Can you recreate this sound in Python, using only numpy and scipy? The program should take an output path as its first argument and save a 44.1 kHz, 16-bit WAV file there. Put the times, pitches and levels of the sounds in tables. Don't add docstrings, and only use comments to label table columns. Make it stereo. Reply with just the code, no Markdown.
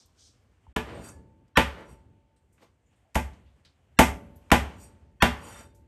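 import sys
import numpy as np
from scipy import signal
from scipy.fft import rfft, irfft, next_fast_len
from scipy.io import wavfile

SR = 44100
rng = np.random.default_rng(int(sys.argv[2]) if len(sys.argv) > 2 else 0)


def volts_from_decibels(level):
    exponent = np.asarray(level, float) / 20
    return 10 ** exponent


def master_out(mix):
    frames = np.transpose(np.atleast_2d(mix))
    ceiling = np.clip(frames, -1, 1)
    pcm = np.round(ceiling * 32767).astype(np.int16)
    wavfile.write(sys.argv[1], SR, pcm)


N = 258867
T = np.arange(N) / SR

# start in seconds, peak level in dB, then counter thump, board and blade crack
# in dB relative to the peak.
CHOPS = [
    (0.761, -15, -26, -13, -23),
    (1.57, -2.5, -28.5, -16.5, -25),
    (3.153, -16.5, -14.5, -6, -15.5),
    (3.988, -2, -25, -8, -15.5),
    (4.515, -2, -25, -11.5, -20),
    (5.221, 1, -32.5, -16.5, -24),
]
# sink in dB relative to the blow, then levels in dB of
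LEFTOVERS = [
    (0.5, -43.5, -58.5, -49.5, -47.5),
    (-7, -57.5, -60.5, -57, -45.5),
    (-13, -52.5, -66.5, -80, -63.5),
    (-4, -42, -57.5, -67, -69.5),
    (-2.5, -47, -60.5, -55.5, -44.5),
    (-8.5, -49, -64, -58, -43),
]
DROPOUT_S = (.730, .760)


def blows():
    # low mode in Hz, its relative level in dB,
    # high mode in Hz, its relative level in dB, t60 of the low mode in seconds.
    spots = [
        (440, -15, 1700, -11.5, 0.15),
        (560, -16, 1950, -9.5, 0.05),
        (630, -19.5, 2050, -6, 0.033),
        (819, -17, 2100, -10.5, 0.052),
        (836, -15.5, 2030, -13, 0.062),
        (834, -21.5, 2800, -12.5, 0.071),
    ]
    # frequency in Hz, level in dB per Hz.
    crack_colour = [(60, -29), (110, -4.5), (264, -1), (460, -11), (860, -3.5), (2000, -14.5),
                    (3000, -15.5), (4300, -29), (6000, -26.5), (9500, -27.5), (11500, -25), (13000, -34.5),
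                    (15800, -63.5)]
    # frequency in Hz, level in dB, t60 in seconds.
    board_modes = [(250, 2.5, 0.14), (355, -7, .08), (417, -6, 0.32), (578, -7.5, 0.21), (663, -4, 0.09),
                   (868, 2, 0.12), (1000, -0.5, .08), (1060, -9, 0.024), (1200, -7, 0.047),
                   (1264, -8.5, .05), (1553, -2.5, .05), (1970, -8.5, 0.013), (2450, -9.5, .04),
                   (2690, -13, 0.031)]
    # frequency in Hz, level in dB, t60 in seconds.
    counter_modes = [(68.8, -1.5, 0.57), (73, -7, 0.4), (79, -5.5, .2), (102.6, -6.5, 0.1), (149, -6, .2)]
    # frequency in Hz, level in dB, t60 in seconds.
    sink_modes = [(204, -39.5, 0.42), (461.5, -46.5, 0.76), (575, -41, 1.5), (693, -44, 0.33),
                  (889, -52.5, 3.1)]
    board_lag_s, blade_lag_s = 0.0051, 0.001
    detune = 0.02

    out, hum = np.zeros(N), np.zeros(N)
    freqs = np.fft.rfftfreq(4096, 1 / SR) + 1
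    low, = at_hz([(700, 0.87), (1600, 0.092)], freqs)
    high, = at_hz([(4000, 0), (6500, 1)], freqs)
    late = low * np.exp(-2j * np.pi * freqs * board_lag_s)
    late = late + (1 - low) * np.exp(-2j * np.pi * freqs * blade_lag_s)
    lag = round(board_lag_s * SR)
    for chop, spot, leftover in zip(CHOPS, spots, LEFTOVERS):
        s, peak_db, thump_db, board_db, crack_db = chop
        low_hz, low_db, high_hz, high_db, spot_t60 = spot
        sink_db = leftover[0]
        i = round(s * SR)
        t, force = T[:min(N - i, 2 * SR)], crunch()
        span = slice(i, i + len(t))

        colour = at_hz(crack_colour, freqs)[0] + low * (board_db + 8.0) + high * (crack_db + 18.0)
        crack = irfft(rfft(force, 4096) * volts_from_decibels(colour) * late)[:2048]
        out[i:i + 2048] += volts_from_decibels(peak_db - 2.0) * crack / np.abs(crack).max()

        rough = np.zeros(len(t))
        rough[lag:lag + 2048] = force
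        out[span] += volts_from_decibels(peak_db + low_db) * ring(rough, low_hz, spot_t60)
        out[span] += volts_from_decibels(peak_db + high_db) * ring(np.roll(rough, -lag), high_hz, spot_t60 / 3)
        for hz, db, t60 in board_modes:
            level = volts_from_decibels(peak_db + board_db + db - 12.5 + 2.5 * rng.standard_normal())
            out[span] += level * ring(rough, hz * (1 + detune * rng.standard_normal()), t60)

        push = t * np.exp(-t / 0.004)
        for hz, db, t60 in counter_modes:
            out[span] += volts_from_decibels(peak_db + thump_db + db + 16.5) * ring(push / push.sum(), hz, t60)

        sink_onset = 1 - np.exp(-t / 0.033)
        for hz, db, t60 in sink_modes:
            level = volts_from_decibels(peak_db + sink_db + db + 1.2 * rng.standard_normal())
            hum[span] += level * ring(rough, hz, t60) * sink_onset
    return out, hum * volts_from_decibels(2.5 * drift(25))


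def crunch():
    rise_s, contact_s = 0.00087, 0.0045
    shape = (1 - np.exp(-T[:2048] / rise_s)) * np.exp(-T[:2048] / contact_s)
    force = rng.standard_normal(2048)
    for _ in range(6):
        lines = rfft(force * shape ** 0.3)
        force = irfft(lines / (np.abs(lines) + 1e-9))
    force = force * shape ** 0.17
    return force / np.sqrt(np.sum(force ** 2))


def settling(index, fall_db_per_s):
    peak_after_s, rise_db_per_s = 0.13, 120
    return sum((T > chop[0]) * swell(chop[0] + peak_after_s, 0, leftover[index], rise_db_per_s, fall_db_per_s)
               for chop, leftover in zip(CHOPS, LEFTOVERS))


def drags(bank):
    # start in seconds, length in seconds, then levels in dB of
    strokes = [
        (.945, .05, -72, -47, -63),
        (1.046, 0.041, -49.5, -58, -57),
        (1.784, 0.038, -73.5, -50, -55.5),
        (1.895, .03, -62.5, -61, -70),
        (4.817, 0.021, -52.5, -73.5, -89),
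        (5.44, 0.032, -54, -59, -63.5),
        (5.491, 0.12, -52, -60.5, -52.5),
    ]
    # frequency in Hz, width in Hz, level in dB.
    blade_modes = [(2640, 90, -9), (3620, 30, -18), (4680, 30, -5), (5780, 45, -6), (7080, 45, -4),
                   (7420, 40, -10), (8020, 30, -6), (8500, 45, 0), (8770, 30, -5), (9680, 35, -5),
                   (11200, 80, -6), (12000, 45, -14), (12400, 35, -12)]
    # frequency in Hz, level in dB per Hz.
    groan_colour = [(80, -22), (200, -8), (420, 0), (620, -7), (1500, -30), (13000, -60)]
    # frequency in Hz, level in dB per Hz.
    rasp_colour = [(300, -27), (900, 4), (1500, 1), (2600, -5.5), (5000, -20), (13000, -34)]
    # frequency in Hz, level in dB per Hz.
    wipe_colour = [(59, -39), (100, -5.5), (477, -3), (754, -11), (845, 6), (1100, -18.5), (1440, -12),
                   (9500, -24.5), (12400, -42), (20900, -120)]
    song_rise, song_fall, wood_rise, wood_fall = 600, 311, 302.5, 350
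    creep_db, creep_rise = -12.5, 111.5

    song = 0
    groan = settling(index=3, fall_db_per_s=59.5)
    rasp = settling(index=4, fall_db_per_s=110)
    for s, length, song_db, groan_db, rasp_db in strokes:
        song = song + swell(s, length, song_db, song_rise, song_fall)
        song = song + swell(s, 0, song_db + creep_db, creep_rise, song_fall)
        groan = groan + swell(s, length, groan_db, wood_rise, wood_fall)
        rasp = rasp + swell(s, length, rasp_db, wood_rise, wood_fall)
    wipe = swell(2.63, 0, -54, rise_db_per_s=424, fall_db_per_s=374)

    hits = rng.random(N) < 4000 / SR
    grit = hits * volts_from_decibels(2.4 * rng.exponential(1, N).clip(0, 5)) * rng.choice([-1, 1], N)
    modes = sum(volts_from_decibels(db + 2.0 * drift(15)) * rms_one(ring(grit, hz, 2.0 / width))
                for hz, width, db in blade_modes)
    sung = song * rms_one(rms_one(modes) + 0.2 * rms_one(band(grit, 7500, 1.5, 1.3)))
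    wood = groan * noise(bank, groan_colour, 2.5, 0.8) + rasp * noise(bank, rasp_colour, 2.5, 0.8)
    return sung + wood + wipe * noise(bank, wipe_colour, 2.3, 0.93)


def ticks():
    # start in seconds, peak level in dB, centre in Hz, t60 in seconds,
    # half width in octaves.
    touches = [(0.057, -49.5, 10000, 0.041, .5), (0.691, -60, 1490, 0.22, 0.89),
               (1.086, -32.5, 7400, 0.063, 0.26), (1.479, -58, 6000, 0.032, 0.55),
               (2.362, -59.5, 8800, 0.12, 0.17), (2.363, -65.5, 2980, 0.15, .8),
               (2.525, -60.5, 9000, 0.2, .4), (2.86, -61, 7010, 0.24, 0.057), (2.927, -65, 2000, 0.57, .8),
               (2.957, -67, 8500, 0.28, 0.28), (2.578, -50, 1896, .08, .5), (3.46, -60.5, 2600, 0.4, 0.59),
               (3.05, -49, 730, 0.33, 0.2), (3.145, -33.5, 4000, 0.15, 2.77), (3.33, -54, 3500, 0.087, 1),
               (3.648, -44.5, 3880, 0.182, 0.338), (3.648, -57, 8010, 0.067, 0.44),
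               (3.649, -51, 1827, 0.16, .6), (4.356, -47, 11590, 0.11, 0.15),
               (4.359, -59, 7200, 0.11, 0.52), (4.8, -50.5, 6100, .05, 0.92), (5.746, -57.5, 9000, 0.2, .6)]
    # start in seconds, frequency in Hz, level in dB, t60 in seconds.
    small_rings = [
        (.667, 910, -44, 0.023),
        (.676, 66.7, -37.5, 0.11),
        (1.06, 889, -59, 1.2),
        (1.1, 1712, -60.5, .35),
        (1.9, 889, -60, 1.1),
        (4.82, 889, -58.5, 1.),
        (4.82, 575, -60, 1.2),
        (5.54, 3600, -49.5, 0.27),
        (5.625, 3620, -57, 0.19),
        (5.64, 889, -79, 0.73),
    ]
    out = np.zeros(N)
    for s, db, hz, t60, octaves in touches:
        i = round(s * SR)
        t = T[:min(16384, N - i)]
        puff = rng.standard_normal(len(t)) * volts_from_decibels(-60 * t / t60) * (1 - np.exp(-t / 0.002))
        reach = 2 ** abs(octaves)
        out[i:i + len(t)] += volts_from_decibels(db) * band(puff, hz, reach, reach)
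    for s, hz, db, t60 in small_rings:
        t = np.maximum(T - s, 0)
        level = volts_from_decibels(db - 60 * t / t60 + 2.5 * drift(30))
        out += level * np.sin(2 * np.pi * hz * t) * (1 - np.exp(-30 * t / t60))
    return out


def paper_rustle(bank):
    # start in seconds, length in seconds, level in dB.
    rustles = [
        (0.0, 0.011, -59),
        (0.196, 0.079, -57),
    ]
    # frequency in Hz, level in dB per Hz.
    paper_colour = [(1180, -54), (2000, -35), (2610, -24), (4240, 8), (5670, 5.5), (9070, -8), (10300, -22),
                    (12000, -20), (13000, -50)]
    gain = sum(swell(*row, rise_db_per_s=600, fall_db_per_s=205) for row in rustles)
    return gain * noise(bank, paper_colour, 1.2, 0.9)


def counter_rumble(bank):
    # start in seconds, length in seconds, level in dB.
    leans = [
        (.62, .1, -63.5),
        (1.15, 0.28, -54.5),
        (1.8, 0.36, -56),
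        (3.75, 0.23, -71),
        (4.8, .3, -57),
        (5.45, 0.38, -55.5),
    ]
    # frequency in Hz, level in dB per Hz.
    rumble_colour = [(15, -39), (25, -25), (57, 2), (81, 3), (151, -9), (267, -11), (316, -13),
                     (700, -36.5), (910, -54), (1540, -120)]
    floor_db = (-63.5, -66)
    shake = settling(index=1, fall_db_per_s=49)
    shake = shake + sum(swell(*row, rise_db_per_s=82, fall_db_per_s=120.5) for row in leans)
    floor = volts_from_decibels(np.array(floor_db))[after_dropout()]
    return np.hypot(floor, shake) * noise(bank, rumble_colour, 0.4, 0.92) * flicker(2.5, 30)


def cloth_hiss(bank):
    # start in seconds, length in seconds, level in dB.
    sleeve_moves = [
        (2.93, .2, -75),
        (3.35, .6, -73),
        (4.2, 0.34, -67.5),
        (4.85, 0.17, -69.5),
    ]
    # frequency in Hz, level in dB per Hz.
    hiss_colour = [(290, -29.5), (500, 1.5), (1060, -5), (3020, -8.5), (4250, -21), (8640, -16),
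                   (10200, -30), (11300, -16), (13000, -31)]
    floor_db = (-71, -76)
    cloth = settling(index=2, fall_db_per_s=125)
    cloth = cloth + sum(swell(*row, rise_db_per_s=100, fall_db_per_s=80) for row in sleeve_moves)
    floor = volts_from_decibels(np.array(floor_db))[after_dropout()]
    return np.hypot(floor, cloth) * noise(bank, hiss_colour, 1.8, 0.5) * flicker(0.83, 40)


def after_dropout():
    return (T > DROPOUT_S[0]).astype(int)


def kitchen():
    # frequency in Hz, early t60 in seconds, late t60 in seconds,
    # late tail in dB, left-right likeness from 0 to 1.
    decays = [(60, 0.51, 0.72, -17.5, 1), (198.8, 0.078, .8, -17.5, 0.93), (700, 0.22, 0.54, -19.5, 0.37),
              (2000, .22, 0.42, -15.5, 0.62), (5000, .27, 0.18, -25, 1), (9000, 0.24, 0.43, -29.5, 1),
              (13000, 0.23, 0.51, -29.5, 0.99)]
    t, out = T[:SR], 0
    for hz, pair in bands(SR):
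        early, late, late_db, alike = at_hz(decays, hz)
        decay = volts_from_decibels(-60 * t / early) + volts_from_decibels(late_db - 60 * t / late)
        out = out + decay * spread(*pair, alike)
    out = out * (1 - np.exp(-t / 0.001))
    return out / np.sqrt(np.sum(out ** 2) / 2)


def lead_in():
    # start in seconds, end in seconds, level in dB, centre in Hz.
    clusters = [
        (1.555, 1.571, -28, 1800),
        (3.968, 3.984, -53, 2503),
        (4.501, 4.504, -29.5, 1762),
        (5.203, 5.222, -33, 1839),
    ]
    out = np.zeros(N)
    for start, end, db, hz in clusters:
        span = slice(round(start * SR), round(end * SR) + 128)
        lines = hz * 2 ** np.linspace(-0.7, 1.6, 7)[:, None] * rng.uniform(0.93, 1.07, (7, 1))
        sizes = volts_from_decibels(db - 9 * np.log2(lines / hz).clip(0) + rng.normal(0, 3, (7, 1)))
        gain = np.interp(T[span], [start, start + 0.004, end, end + 0.003], [0, 0.3, 1, 0])
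        tones = np.sin(2 * np.pi * (lines * T[span] + rng.random((7, 1))))
        out[span] = gain * np.sum(sizes * tones, axis=0)
    return out


def swell(start, length, db, rise_db_per_s, fall_db_per_s):
    t = T[::8]
    rise = rise_db_per_s * np.maximum(start - t, 0)
    fall = fall_db_per_s * np.maximum(t - start - length, 0)
    return np.repeat(volts_from_decibels(db - rise - fall), 8)[:N]


def ring(x, hz, t60):
    r, w = volts_from_decibels(-60 / (t60 * SR)), 2 * np.pi * hz / SR
    return signal.lfilter([0, np.sin(w)], [1, -2 * r * np.cos(w), r * r], x + 1e-18)


def band(x, hz, below, above):
    edges = [hz / below, min(hz * above, 16000)]
    return signal.sosfilt(signal.butter(2, edges, "band", fs=SR, output="sos"), x)


def noise(bank, colour, patchy_db, alike):
    mid, side = sum(volts_from_decibels(at_hz(colour, hz)[0]) * flicker(patchy_db, 11) * pair for hz, pair in bank)
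    return rms_one(spread(mid, side, alike))


def bands(count):
    edges_hz = 25 * 2 ** np.arange(0, 9.5, 0.5)
    white = rng.standard_normal((2, 2, count))
    for k, (low, high) in enumerate(zip(edges_hz, edges_hz[1:])):
        sos = signal.butter(2, [low, high], "band", fs=SR, output="sos")
        yield np.sqrt(low * high), signal.sosfilt(sos, white[k % 2])


def spread(mid, side, alike):
    alike = np.clip(alike, 0, 1)
    return np.sqrt(1 + alike) * mid + np.sqrt(1 - alike) * side * np.array([[1], [-1]])


def flicker(depth_db, rate):
    knots = int(T[-1] * rate) + 2
    return np.interp(T * rate, np.arange(knots), volts_from_decibels(depth_db * rng.standard_normal(knots)))


def drift(rate):
    knots = int(T[-1] * rate) + 2
    return np.interp(T * rate, np.arange(knots), rng.standard_normal(knots))


def at_hz(rows, hz):
    rows = np.array(rows)
    return [np.interp(np.log(hz), np.log(rows[:, 0]), c) for c in rows.T[1:]]


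def rms_one(x):
    return x / np.sqrt(np.mean(x ** 2) + 1e-20)


def echo(x, response):
    return signal.fftconvolve(np.atleast_2d(x), response, axes=1)[:, :N]


def scene():
    knock, hum = blows()
    room = signal.sosfilt(signal.butter(2, 110, "high", fs=SR, output="sos"), kitchen())
    bank = list(bands(N))
    near = ticks() + drags(bank)
    direct = volts_from_decibels(5.0) * knock + hum + near
    send = volts_from_decibels(2.5) * knock + volts_from_decibels(-11.0) * near.mean(axis=0)
    floors = paper_rustle(bank) + counter_rumble(bank) + cloth_hiss(bank)
    return (direct + echo(send, room) + floors) * volts_from_decibels([[0.5], [-0.5]])


def top_cut(x):
    return signal.sosfilt(signal.butter(12, 17110, fs=SR, output="sos"), x)


def record(dry):
    # frequency in Hz, phase in turns by which right leads left.
    port_turns = [(2100, 0), (3500, -.1), (5000, -.03), (8600, -.01), (10250, .5), (12000, 1), (13700, 1.5),
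                  (15400, 2)]
    size = next_fast_len(N + 512)
    turns, = at_hz(port_turns, np.fft.rfftfreq(size, 1 / SR) + 1)
    shift = np.exp(1j * np.pi * turns * np.array([[-1], [1]]))
    dry = irfft(rfft(dry, size) * shift, size)[:, :N]
    dull = signal.sosfilt(signal.butter(10, 12700, fs=SR, output="sos"), dry)
    x = dull + volts_from_decibels(-28.0) * (dry - dull)
    x = signal.sosfilt(signal.butter(3, 45, "high", fs=SR, output="sos"), x)
    x = x + lead_in()
    start, end = DROPOUT_S
    gate = np.interp(T, [start - 0.004, start, end, end + 0.001], [1, 0, 0, 1])
    return top_cut(gate * np.tanh(x / 1.32))


dry = scene()
out = record(dry)
master_out(out)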